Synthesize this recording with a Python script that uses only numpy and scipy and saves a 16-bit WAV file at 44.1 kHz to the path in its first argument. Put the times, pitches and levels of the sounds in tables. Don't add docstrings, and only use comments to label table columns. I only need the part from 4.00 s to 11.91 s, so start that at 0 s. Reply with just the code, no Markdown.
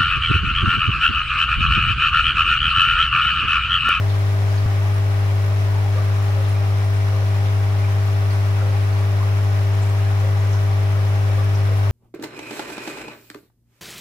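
import sys
import numpy as np
from scipy import signal
from scipy.fft import rfft, irfft
from scipy.io import wavfile

SR = 44100
rng = np.random.default_rng(int(sys.argv[2]) if len(sys.argv) > 2 else 0)


def master_out(mix):
    frames = np.transpose(np.atleast_2d(mix))
    ceiling = np.clip(frames, -1, 1)
    pcm = np.round(ceiling * 32767).astype(np.int16)
    wavfile.write(sys.argv[1], SR, pcm)


N = 348831
TIME = np.arange(N) / SR
MAINS_HZ, SKIP_AT_S = 49.91, .6607
# (multiple of the mains rate, left level [dB], right level [dB])
PUMP_HARMONICS = [(1, -46, -43.5), (2, -16, -18), (3, -45.5, -45.5), (4, -48.5, -47), (5, -64, -63),
                  (6, -44.5, -47), (7, -54, -71), (8, -37.5, -45.5), (9, -53, -49.5), (10, -63, -51.5),
                  (11, -55, -49.8), (12, -44, -52), (13, -42, -44), (14, -56, -67), (15, -46, -58),
                  (16, -46, -59), (17, -57, -69), (18, -72, -50), (19, -66, -53), (20, -49, -60),
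                  (21, -60, -51), (22, -57, -50), (23, -54, -57), (24, -51, -59), (25, -60, -54),
                  (26, -61, -59), (30, -50, -62), (33, -63, -54), (39, -72, -49.5)]


def from_db(db):
    return 10 ** (np.asarray(db) / 20)


def unit_rms(x):
    return x / np.sqrt(np.mean(x ** 2) + 1e-20)


def at_hz(points, hz):
    knots, *columns = np.transpose(points)
    return np.array([np.interp(np.log(np.maximum(hz, 1)), np.log(knots), c) for c in columns])


def drift(corner_hz):
    hz = np.fft.rfftfreq(N, 1 / SR)
    return unit_rms(irfft(rfft(rng.standard_normal(N)) / (1 + (hz / corner_hz) ** 2) ** 2, N))


def add(out, start_s, sound):
    start = int(np.clip(start_s * SR, 0, N - 1))
    out[..., start:start + sound.shape[-1]] += sound[..., :N - start]


def transient(length_s):
    age = TIME[:int(3 * length_s * SR) + 2]
    grown = 2 * age / length_s
    return age, (grown * np.exp(1 - grown)) ** 2


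def shop_reverb(x, wet_db, t60_s=0.39):
    age = TIME[:SR // 2]
    tails = rng.standard_normal((2, len(age))) * from_db(-60 * age / t60_s)
    tails /= np.sqrt(np.sum(tails ** 2, axis=1, keepdims=True))
    tails[1] += signal.sosfiltfilt(signal.butter(2, 900, fs=SR, output="sos"), tails[0] - tails[1])
    return x + from_db(wet_db) * signal.fftconvolve(np.atleast_2d(x), tails, axes=1)[:, :N]


def diffuse_noise(spectrum, low_hz, high_hz):
    # (frequency [Hz], correlation)
    coherence = [(100, 0.48), (220, 1), (520, 0.66), (820, 0.88), (1100, -0.084), (1450, -0.45),
                 (2200, 0.023), (3200, -0.16), (4500, -0.067)]
    hz = np.fft.rfftfreq(N, 1 / SR)
    alike = np.clip(at_hz(coherence, hz), -1, 1)
    mid, side = rfft(rng.standard_normal((2, N)))
    ears = np.sqrt(1 + alike) * mid + np.sqrt(1 - alike) * side * [[1], [-1]]
    in_band = (hz >= low_hz) & (hz < high_hz)
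    return irfft(ears * in_band * from_db(at_hz(spectrum, hz)), N) * np.sqrt(SR) / 2


def background_wash():
    # (frequency [Hz], left density [dB], right density [dB])
    low_spectrum = [(20, -74, -67), (60, -65, -66.5), (100, -56, -61), (198, -70.5, -72.0), (330, -74, -72),
                    (383, -70.5, -66.5), (570, -71, -73.5), (796, -69, -70), (1030, -67, -72)]
    # (frequency [Hz], left density [dB], right density [dB])
    fizz_spectrum = [(990, -66.5, -73.5), (1310, -69, -68.5), (2310, -70.5, -76.5), (3090, -76, -77.5),
                     (4180, -79.5, -85.5), (5470, -82.5, -85), (7500, -90, -88.5), (8800, -91.5, -88.5),
                     (10500, -89.5, -87), (14500, -93, -92.5)]
    lows = diffuse_noise(low_spectrum, low_hz=12, high_hz=1000)
    fizz = diffuse_noise(fizz_spectrum, low_hz=1000, high_hz=SR / 2)
    return lows * from_db(-2.0 + 0.53 * drift(11)) + fizz * from_db(0.1 + 0.52 * drift(35))


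def air_space(x):
    # (frequency [Hz], bandwidth [Hz], boost [dB])
    modes = [(554, 70, 2.5), (798, 41, 6.5), (1135, 88, 2)]
    out = x.copy()
    for hz, width_hz, boost_db in modes:
        out += (from_db(boost_db) - 1) * signal.lfilter(*signal.iirpeak(hz, hz / width_hz, fs=SR), x)
    return out


def bubble(hz, length_s, rise):
    age, envelope = transient(length_s)
    glide = 1 + rise * (age / length_s - 1) / 2
    return np.sqrt(2) * envelope * np.sin(2 * np.pi * hz * age * glide)


def bubble_stream(per_s, low_hz, high_hz, cycles, spread_db, level_db, count=4000):
    out = np.zeros(N)
    waits, sizes, strengths = rng.random((count, 3)).T
    times = np.cumsum(-np.log(1 - waits)) / per_s
    for start_s, size, strength in zip(times[times < N / SR], sizes, strengths):
        hz = low_hz * (high_hz / low_hz) ** size
        add(out, start_s, from_db(spread_db * strength) * bubble(hz, cycles / hz, rise=0.089))
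    return from_db(level_db) * unit_rms(out)


def faint_bursts(per_s, low_hz, high_hz, level_db, db_per_octave, count=60):
    waits, sizes, strengths = rng.random((count, 3)).T
    times = np.cumsum(-np.log(1 - waits)) / per_s
    hz = low_hz * (high_hz / low_hz) ** sizes
    db = level_db + db_per_octave * np.log2(hz / low_hz) - 2 * strengths
    return list(np.column_stack([times, db, hz])[times < N / SR])


def splashes(faint_rows, width, length_s):
    # (time [s], relative level [dB], centre frequency [Hz])
    loud_rows = [(0.085, -41, 3900), (0.505, -46.5, 5200), (0.566, -44, 4400), (2.268, -49, 4450),
                 (2.434, -42, 3500), (3.453, -43, 3430), (4.296, -44, 4480), (5.815, -46, 6900),
                 (6.0, -45, 2850), (6.522, -42, 5750), (7.54, -42, 5370)]
    out = np.zeros((2, N))
    age, envelope = transient(length_s)
    for start_s, db, hz in loud_rows + faint_rows:
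        edges_hz = np.clip([hz / (1 + width), hz * (1 + width)], 10, .45 * SR)
        band = signal.butter(2, edges_hz, "band", fs=SR, output="sos")
        spray = unit_rms(signal.sosfilt(band, rng.standard_normal((2, len(age)))))
        add(out, start_s, from_db(db) * envelope * spray)
    return out


def gurgles(faint_rows, pitch_spread, rise, count=6):
    # (time [s], relative level [dB], pitch [Hz])
    loud_rows = [(0.838, -33.5, 808), (1.745, -33.5, 865), (1.95, -33, 558), (1.968, -36, 1210),
                 (2.172, -36, 1240), (2.349, -33, 567), (3.195, -34, 523), (3.826, -36.5, 2390),
                 (4.596, -35, 1440), (4.607, -32.5, 542), (4.66, -37, 530), (5.2, -33.5, 1086),
                 (6.228, -33, 555), (7.257, -38, 525), (7.364, -34.5, 524), (7.375, -35, 1160),
                 (7.678, -35.5, 480)]
    gulps = loud_rows + faint_rows
    out = np.zeros(N)
    for (start_s, db, hz), cluster in zip(gulps, rng.uniform(-1, 1, (len(gulps), count))):
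        length_s = .038 * (552 / hz) ** .3
        for k, detune in enumerate(cluster):
            ring = bubble(hz * np.exp(pitch_spread * detune), length_s / 2, rise)
            add(out, start_s + length_s * k / count, from_db(db) * ring / np.sqrt(count))
    return out


def stroke_phases(orders, fall_db, size=1024):
    knock = rng.standard_normal(size) * from_db(-fall_db * np.arange(size) / size)
    return np.angle(rfft(knock))[orders]


def harmonic_series(orders, levels_db, phases, size=8192):
    lines = np.zeros((2, size // 2 + 1), complex)
    lines[:, orders] = from_db(levels_db) * np.exp(1j * phases) * size / np.sqrt(2)
    turns = MAINS_HZ * (TIME - SKIP_AT_S)
    return np.array([np.interp(turns % 1, np.arange(size) / size, stroke) for stroke in irfft(lines)])


def housing_ring(hz, width_hz, roughness, waver_db, level_db):
    strokes = unit_rms(np.diff(np.floor(MAINS_HZ * TIME), prepend=0))
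    drive = strokes + roughness * rng.standard_normal((2, N))
    ringing = signal.lfilter(*signal.iirpeak(hz, hz / width_hz, fs=SR), drive)
    return from_db(level_db + waver_db * drift(2)) * unit_rms(ringing) * np.array([[.7], [1]])


def housing_buzz(gain_db, uneven_db, waver_db, knock_fall_db):
    # (frequency [Hz], left level [dB], right level [dB])
    rattle = [(1460, -58.5, -65), (2250, -75, -61), (2750, -80, -80), (4020, -65.5, -72), (4800, -90, -74),
              (5300, -73, -67), (6200, -80, -68.5), (7500, -84.7, -89), (10000, -94, -87),
              (14500, -97, -85)]
    hum_orders = np.round(np.array(PUMP_HARMONICS)[:, 0]).astype(int)
    orders = np.setdiff1d(np.arange(27, 315), hum_orders)
    scatter = unit_rms(from_db(uneven_db * rng.uniform(-1.1, 1, (2, len(orders)))))
    levels_db = at_hz(rattle, orders * MAINS_HZ) + 20 * np.log10(scatter)
    phases = np.array([stroke_phases(orders, knock_fall_db) for ear in range(2)])
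    return harmonic_series(orders, levels_db, phases) * from_db(gain_db + waver_db * drift(5))


def pump_hum(waver_db, knock_fall_db, ear_lag_s):
    # (time [s], level [dB])
    hum_swell = [(0, -0.1), (3, -0.17), (7.9, 0.5)]
    orders, *ears_db = np.transpose(PUMP_HARMONICS)
    orders = np.round(orders).astype(int)
    phases = stroke_phases(orders, knock_fall_db) * (orders != 2)
    phase_lag = 2 * np.pi * orders * MAINS_HZ * ear_lag_s
    tone = harmonic_series(orders, ears_db, phases + phase_lag * [[.5], [-.5]])
    return tone * from_db(np.interp(TIME, *np.transpose(hum_swell)) + waver_db * drift(9.9))


def scene():
    pump = pump_hum(waver_db=-0.04, knock_fall_db=11.5, ear_lag_s=0.00024)
    pump += housing_buzz(gain_db=-0.5, uneven_db=16.0, waver_db=0.5, knock_fall_db=14)
    pump += housing_ring(hz=5340, width_hz=64, roughness=.9, waver_db=2.0, level_db=-62.5)
    wash = background_wash()
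    burble = bubble_stream(per_s=140, low_hz=503, high_hz=1292, cycles=13.2, spread_db=15, level_db=-50.5)
    trickle = bubble_stream(per_s=160, low_hz=1100.4, high_hz=2996, cycles=20.7,
                            spread_db=12, level_db=-52.5)
    crackle = bubble_stream(per_s=200, low_hz=2980, high_hz=7020, cycles=14.6, spread_db=15, level_db=-59)
    stream = air_space(wash + shop_reverb(burble + trickle + crackle, wet_db=2.5))
    faint_gulps = faint_bursts(per_s=2.4, low_hz=526, high_hz=2407, level_db=-38, db_per_octave=-2)
    faint_foam = faint_bursts(per_s=2.2, low_hz=5470, high_hz=11000, level_db=-50.5, db_per_octave=0)
    gulps = from_db(0.5) * gurgles(faint_gulps, pitch_spread=0.089, rise=0.019)
    foam = from_db(-1.0) * splashes(faint_foam, width=0.12, length_s=.028)
    return pump + stream + shop_reverb(gulps + foam, wet_db=-3)


def skip(x, lost_s, join_s):
    half = int(lost_s * SR / 2)
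    crossfade = np.clip((TIME - SKIP_AT_S) / join_s + .5, 0, 1)
    padded = np.pad(x, ((0, 0), (half, half)), mode="edge")
    return (1 - crossfade) * padded[:, :N] + crossfade * padded[:, -N:]


def record(dry):
    joined = skip(dry, lost_s=.0032, join_s=.0005)
    cutoff_hz = 15750
    return signal.sosfilt(signal.ellip(12, .1, 90, cutoff_hz, fs=SR, output="sos"), joined)


dry = scene()
out = record(dry)
master_out(out)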